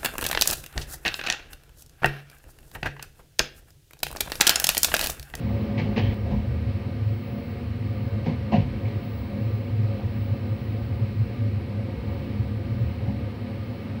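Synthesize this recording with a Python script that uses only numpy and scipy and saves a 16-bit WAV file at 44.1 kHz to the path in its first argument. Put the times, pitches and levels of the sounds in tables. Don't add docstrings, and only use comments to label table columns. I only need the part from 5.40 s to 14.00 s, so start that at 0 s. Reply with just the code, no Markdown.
import sys
import numpy as np
from scipy import signal
from scipy.fft import rfft, irfft, next_fast_len
from scipy.io import wavfile
from scipy.ndimage import uniform_filter1d, map_coordinates

SR = 44100
rng = np.random.default_rng(int(sys.argv[2]) if len(sys.argv) > 2 else 0)


def bounce(signal):
    frames = np.transpose(np.atleast_2d(signal))
    limited = np.clip(frames, -1, 1)
    pcm = np.round(limited * 32767).astype(np.int16)
    wavfile.write(sys.argv[1], SR, pcm)


def gain_from_db(level_db):
    decades = np.asarray(level_db, float) / 20
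    return 10 ** decades


N = 379247
SPLICE_S = 0.744
EVEN_DB, SMOOTH_DB = -32, -42


def unit(x):
    return x / np.sqrt(np.mean(x ** 2) + 1e-20)


def along(points, hz):
    f, v = np.transpose(points)
    return np.interp(np.log(hz + 1), np.log(f + 1), v)


def curves(rows):
    s, *columns = np.transpose(rows)
    return [np.interp(np.arange(N) / SR, s, column) for column in columns]


def wobble(rate):
    step = np.arange(0, N + 32, 32)
    knots = rng.standard_normal(int(N * rate / SR) + 4)
    return np.interp(np.arange(N), step, map_coordinates(knots, [step * rate / SR]))


def ringing(x, modes, steep, tilt_db=lambda hz: 0):
    m = 2 ** 15
    hz = np.fft.rfftfreq(m, 1 / SR)
    power = 0
    for centre, width, db in modes:
        detuning = (centre * centre - hz * hz) / (hz * width + 1e-9)
        power = power + gain_from_db(2 * db) * np.exp(-steep * np.log1p(detuning ** 2))
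    gain = np.sqrt(power / power.mean()) * gain_from_db(tilt_db(hz))
    cepstrum = irfft(np.log(gain + 1e-6), m)
    cepstrum[1:m // 2] *= 2
    cepstrum[m // 2 + 1:] = 0
    response = irfft(np.exp(rfft(cepstrum)), m)[:m // 2]
    return signal.fftconvolve(x, response)[:len(x)]


def roughness(patchy_db):
    z = signal.stft(rng.standard_normal(N + SR), nperseg=512)[2]
    field = uniform_filter1d(rng.standard_normal(z.shape), 8, 0)
    field = uniform_filter1d(field, 16, 1)
    patches = signal.istft(z * gain_from_db(patchy_db * unit(field)), nperseg=512)[1]
    return unit(patches[:N + SR // 2])


# frequency in Hz, density in dB per Hz.
HISS_DENSITY = [(3000, -4), (6500, -5), (7400, -2.5), (7900, .5), (9000, 0), (14000, 0), (14800, 1.5),
                (15300, 5), (15600, 9), (15750, 9)]


def microphone_hiss():
    m = next_fast_len(N + SR, True)
    hz = np.fft.rfftfreq(m, 1 / SR)
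    spectrum = rfft(rng.standard_normal(m)) * gain_from_db(along(HISS_DENSITY, hz))
    return gain_from_db(-62.5) * unit(irfft(spectrum, m))[:N]


# time in seconds, level in dB.
WHINE_DRIFT = [(0.0, -67), (0.29, -70), (0.62, -62), (0.86, -73), (1.63, -75), (1.75, -63), (2.32, -73),
               (2.59, -65), (3.16, -80), (3.71, -64), (4.67, -72), (4.81, -65), (6.13, -73), (6.47, -83),
               (6.7, -69), (8.12, -76), (8.29, -67), (8.6, -79)]
# frequency in Hz, level in dB.
BUZZ_LINES = [(7787, -96), (7836, -94), (7887, -92), (7936, -92), (7986, -99), (15150, -93), (15374, -89)]


def converter():
    t = np.arange(N) / SR
    whine_db = curves(WHINE_DRIFT)[0] + 7 + 1.8 * wobble(25) + 1.5 * wobble(7)
    sound = gain_from_db(whine_db) * np.sin(2 * np.pi * 15597 * t + 0.9 * wobble(5))
    for hz, db in BUZZ_LINES:
        sound += gain_from_db(db + 0.5 + 3 * wobble(1.5)) * np.sin(2 * np.pi * hz * t + 1.2 * wobble(6))
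    return sound


# frequency in Hz, width in Hz, level in dB.
PANEL_MODES = [(293.7, 24.6, -11), (337, 26, -10), (366.2, 19.6, -14.5), (413, 37, -14), (465.2, 22, -11.5),
               (521, 44, -12.5), (556.5, 21.4, -9.5), (648, 5.6, -18.5), (710.6, 54, -19), (802, 117, -28),
               (880, 56, -27.5), (951, 140, -27), (1032, 28, -29), (1100, 39, -28.5)]
# frequency in Hz, width in Hz, level in dB.
WHEEL_MODES = [(1185, 21, 8), (1220, 21, 3), (1234, 165, 0), (1592, 750, -2.5), (1915, 147, -0.5),
               (2200, 414, 0.5), (2600, 560, -4), (3000, 970, -7.5), (4040, 1340, -9.5), (4420, 890, -16),
               (5230, 1000, -18)]


def rolling(rough_db):
    track = wobble(5)
    panel_db = rough_db - 0.18 + 0.6 * track
    panels = gain_from_db(panel_db) * ringing(roughness(patchy_db=1.0), PANEL_MODES, steep=1.59)[-N:]
    ring_db = -50.5 + 0.43 * (rough_db - SMOOTH_DB) + 0.38 * track + 0.27 * wobble(8.1)
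    wheels = gain_from_db(ring_db) * ringing(roughness(patchy_db=0.5), WHEEL_MODES, steep=2.36)[-N:]
    return panels + wheels


def drone(modes, level_db, dips, span, loose, wander):
    x = ringing(roughness(patchy_db=-1.0), modes, steep=1.756)[-N:]
    width = round(span * SR)
    swell = np.abs(uniform_filter1d(uniform_filter1d(x ** 2, width), width)) + 0.03
    t = np.arange(N) / SR
    step = t[::64]
    bumps = sum(gain_from_db(db) * np.exp(-0.5 * ((step - s) / half) ** 2) for s, db, half in dips)
    firm = np.interp(t, step, bumps)
    song = np.zeros(N)
    for hz, _, db in modes:
        song += gain_from_db(db) * np.sin(2 * np.pi * hz * t + wander * wobble(13))
    murmur = gain_from_db(level_db) ** 2 / (gain_from_db(level_db) + firm)
    return murmur * swell ** ((loose - 1) / 2) * x + 1.324 * firm * unit(song)


# frequency in Hz, width in Hz, level in dB.
BODY_MODES = [(56, 13, -11.5), (79.7, 16, 2.5)]
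# time in seconds, level in dB, half length in seconds.
SWAY_DIPS = [(0.446, -29.5, 0.025), (0.63, -43, 0.035), (0.853, -29, 0.028), (1.174, -29, 0.067),
             (1.288, -36, 0.023), (1.62, -38.2, 0.17), (2.84, -38, 0.032), (3.152, -39, 0.022),
             (3.813, -36, 0.045), (4.53, -49, 0.021), (4.81, -35, 0.017), (5.54, -35, 0.034),
             (6.59, -34, 0.034), (7.243, -38.1, 0.027), (7.473, -28.5, 0.032), (7.694, -30.6, 0.025)]


def body_sway(uneven_db):
    level_db = -38 + 1.45 * (uneven_db - EVEN_DB)
    return drone(BODY_MODES, level_db, SWAY_DIPS, span=0.04, loose=0.8, wander=1.2)


# frequency in Hz, width in Hz, level in dB.
FLOOR_MODES = [(157.7, 30.3, -10), (207.6, 14.1, 0), (243.1, 18.2, -2.5), (270.7, 10.7, -12)]
# time in seconds, level in dB, half length in seconds.
DRUM_DIPS = [(0.107, -33.5, 0.015), (0.23, -31.5, 0.021), (0.45, -33, 0.022), (0.593, -37, 0.038),
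             (0.935, -30.5, 0.037), (1.485, -35.5, 0.035), (1.778, -44, 0.033), (1.965, -34, 0.039),
             (2.916, -31, 0.017), (3.56, -39, 0.019), (3.985, -34.5, 0.064), (4.78, -34.5, 0.026),
             (4.958, -35, 0.032), (6.072, -34, 0.02), (6.685, -42.5, 0.022), (7.715, -33.6, 0.018)]


def floor_drum(rough_db):
    level_db = -36.5 + (rough_db - SMOOTH_DB)
    return drone(FLOOR_MODES, level_db, DRUM_DIPS, span=0.11, loose=0.45, wander=1.2)


# frequency in Hz, gain in dB.
JOLT_COLOUR = [(150, 11), (300, 0), (500, 0.5), (750, 7.5), (1000, 5.5), (1300, -13), (1700, 3),
               (2800, 1.5), (4500, 1), (6500, -6), (9000, -25)]


def jolts(events, modes, peak, steep, rattle_db, swell):
    out = np.zeros(N + SR)
    t = np.arange(SR // 2) / SR
    rise = np.sin(np.pi / 2 * np.minimum(t / peak, 1)) ** swell
    for s, db, centre_hz, boost_db, t60 in events:
        steps = np.repeat(rng.standard_normal(SR // 128 + 1), 64)[:len(t)]
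        rattle = unit(gain_from_db(rattle_db * steps) * rng.standard_normal(len(t)))
        fall_db = 60 * np.maximum(t - peak, 0) / max(t60, 0.02)
        force = rise * gain_from_db(db - fall_db) * rattle

        def colour(hz):
            favoured = np.exp(-(np.log(hz / centre_hz + 1e-9) / 0.13) ** 2)
            return along(JOLT_COLOUR, hz) + boost_db * favoured

        heard = (s > SPLICE_S) | (s + t < SPLICE_S)
        out[round(s * SR):][:len(t)] += ringing(force, modes, steep, colour) * heard
    return out[:N]


# start in seconds, level in dB.
BODY_DROPS = [
    (.38, -39),
    (.58, -42),
    (.85, -36.5),
    (1.139, -50),
    (2.841, -46),
    (3.141, -39.5),
]


def thuds():
    drops = [(s, db, 54, 11, 0.55) for s, db in BODY_DROPS]
    return jolts(drops, BODY_MODES, peak=0.084, steep=0.95, rattle_db=1, swell=2.1)


# start in seconds, level in dB, favoured pitch in Hz,
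# its boost in dB, t60 in seconds.
PANEL_BLOWS = [(.09, -42, 640, 6, 0.11), (.19, -40, 700, .3, .12), (.372, -38, 870, 7, 0.38),
               (.562, -27, 450, 11, 0.13), (.585, -33.5, 700, 11.5, .07), (.558, -34.5, 870, 14, 0.081),
               (.845, -35, 500, 5, 0.21), (.905, -30, 800, -1, 0.23), (2.855, -31, 520, 3.5, 0.27),
               (3.12, -26.5, 727, 15.5, 0.11), (3.113, -30, 1050, 15, 0.2), (3.15, -32, 480, 11.5, .18),
               (3.15, -33.5, 161, 15, 0.12), (2.86, -36.5, 159, 16, 0.17), (.38, -40, 155, 18, .15),
               (1.14, -40.5, 159, 13.5, 0.12), (3.14, -35, 255, 7, .35), (3.9, -47, 570, 16.5, 0.44),
               (7.66, -41.5, 800, 6, 0.26), (7.68, -39, 196, 14, 0.12)]


def knocks():
    return jolts(PANEL_BLOWS, FLOOR_MODES + PANEL_MODES, peak=0.019, steep=1.16, rattle_db=1.0, swell=0.55)


# start in seconds, level in dB, favoured pitch in Hz,
# its boost in dB, t60 in seconds.
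WHEEL_BLOWS = [
    (.373, -38, 2150, 4.5, 0.18),
    (.42, -52, 3000, 10, 0.42),
    (.561, -34.5, 2730, 4.5, 0.2),
    (.585, -47, 2000, 4, .12),
    (.615, -50.5, 3070, 17, 0.19),
    (.635, -46.5, 3200, 6, 1.1),
    (2.852, -44, 2200, 1, 0.39),
    (3.116, -41.5, 2810, 8.5, 0.33),
    (3.13, -42.5, 2100, -2, .25),
    (3.45, -54.5, 2250, 9, 0.55),
]


def clangs():
    return jolts(WHEEL_BLOWS, WHEEL_MODES, peak=0.026, steep=1.5, rattle_db=2.5, swell=0.28)


# frequency in Hz, width in Hz, level in dB.
AIR_MODES = [(104.7, 12.5, -1.5), (123.8, 18.2, -10), (159, 7.9, -41.5)]
# time in seconds, level in dB, half length in seconds.
BOOM_DIPS = [(0.03, -54, 0.013), (0.153, -28, 0.025), (0.654, -23.4, 0.045), (0.93, -31, 0.024),
             (1.04, -31, 0.017), (1.291, -24.5, 0.023), (1.354, -27, 0.014), (1.677, -25.0, 0.071),
             (2.642, -31, 0.2), (3.196, -20, 0.016), (3.364, -30, 0.02), (3.456, -24, 0.021),
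             (3.564, -25.5, 0.024), (4.037, -25.5, 0.021), (4.137, -28, 0.059), (4.407, -24, 0.093),
             (4.662, -26, 0.015), (4.92, -23.5, 0.018), (5.12, -26, 0.017), (5.524, -23.5, 0.016),
             (5.629, -23.5, 0.022), (5.8, -20.5, 0.028), (6.037, -23.5, 0.041), (6.159, -26.5, 0.024),
             (6.41, -30.5, 0.1), (7.004, -26, 0.017), (7.18, -33, 0.019), (7.418, -24, 0.018),
             (7.514, -31, 0.02), (7.667, -27.5, 0.05)]


def cab_boom(uneven_db):
    return drone(AIR_MODES, uneven_db, BOOM_DIPS, span=0.1, loose=0.75, wander=0.8)


# time in seconds, long-wave unevenness in dB, fine roughness in dB.
RAIL = [(0.0, -27, -37), (.735, -36, -36.5), (.752, -31, -41), (1.35, -29.5, -41.5), (1.75, -34, -42),
        (2.1, -32.5, -42), (2.6, -29, -41), (3.3, -31.5, -40), (3.9, -32, -41), (4.4, -31.5, -41.5),
        (5.1, -31, -41.5), (5.8, -29.5, -41.5), (6.3, -33, -41.5), (7.0, -29.5, -40.5), (7.75, -30, -41),
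        (8.0, -34.5, -42.5), (8.6, -34, -41)]


def scene():
    uneven_db, rough_db = curves(RAIL)
    steady = converter() + rolling(rough_db) + body_sway(uneven_db) + floor_drum(rough_db)
    blows = thuds() + knocks() + clangs()
    return (steady + blows + cab_boom(uneven_db))[None]


def top_cut(x):
    return signal.sosfilt(signal.butter(12, 16650, fs=SR, output="sos"), x)


def record(dry):
    bass_cut = signal.butter(4, 42, "high", fs=SR, output="sos")
    heard = signal.sosfilt(bass_cut, dry)
    heard[:, round(SPLICE_S * SR)] += gain_from_db(-44)
    band = signal.firwin(2047, 15730, fs=SR)
    mix = signal.fftconvolve(heard + microphone_hiss(), band[None], "same") - 0.0007
    return top_cut(mix)


dry = scene()
out = record(dry)
bounce(out)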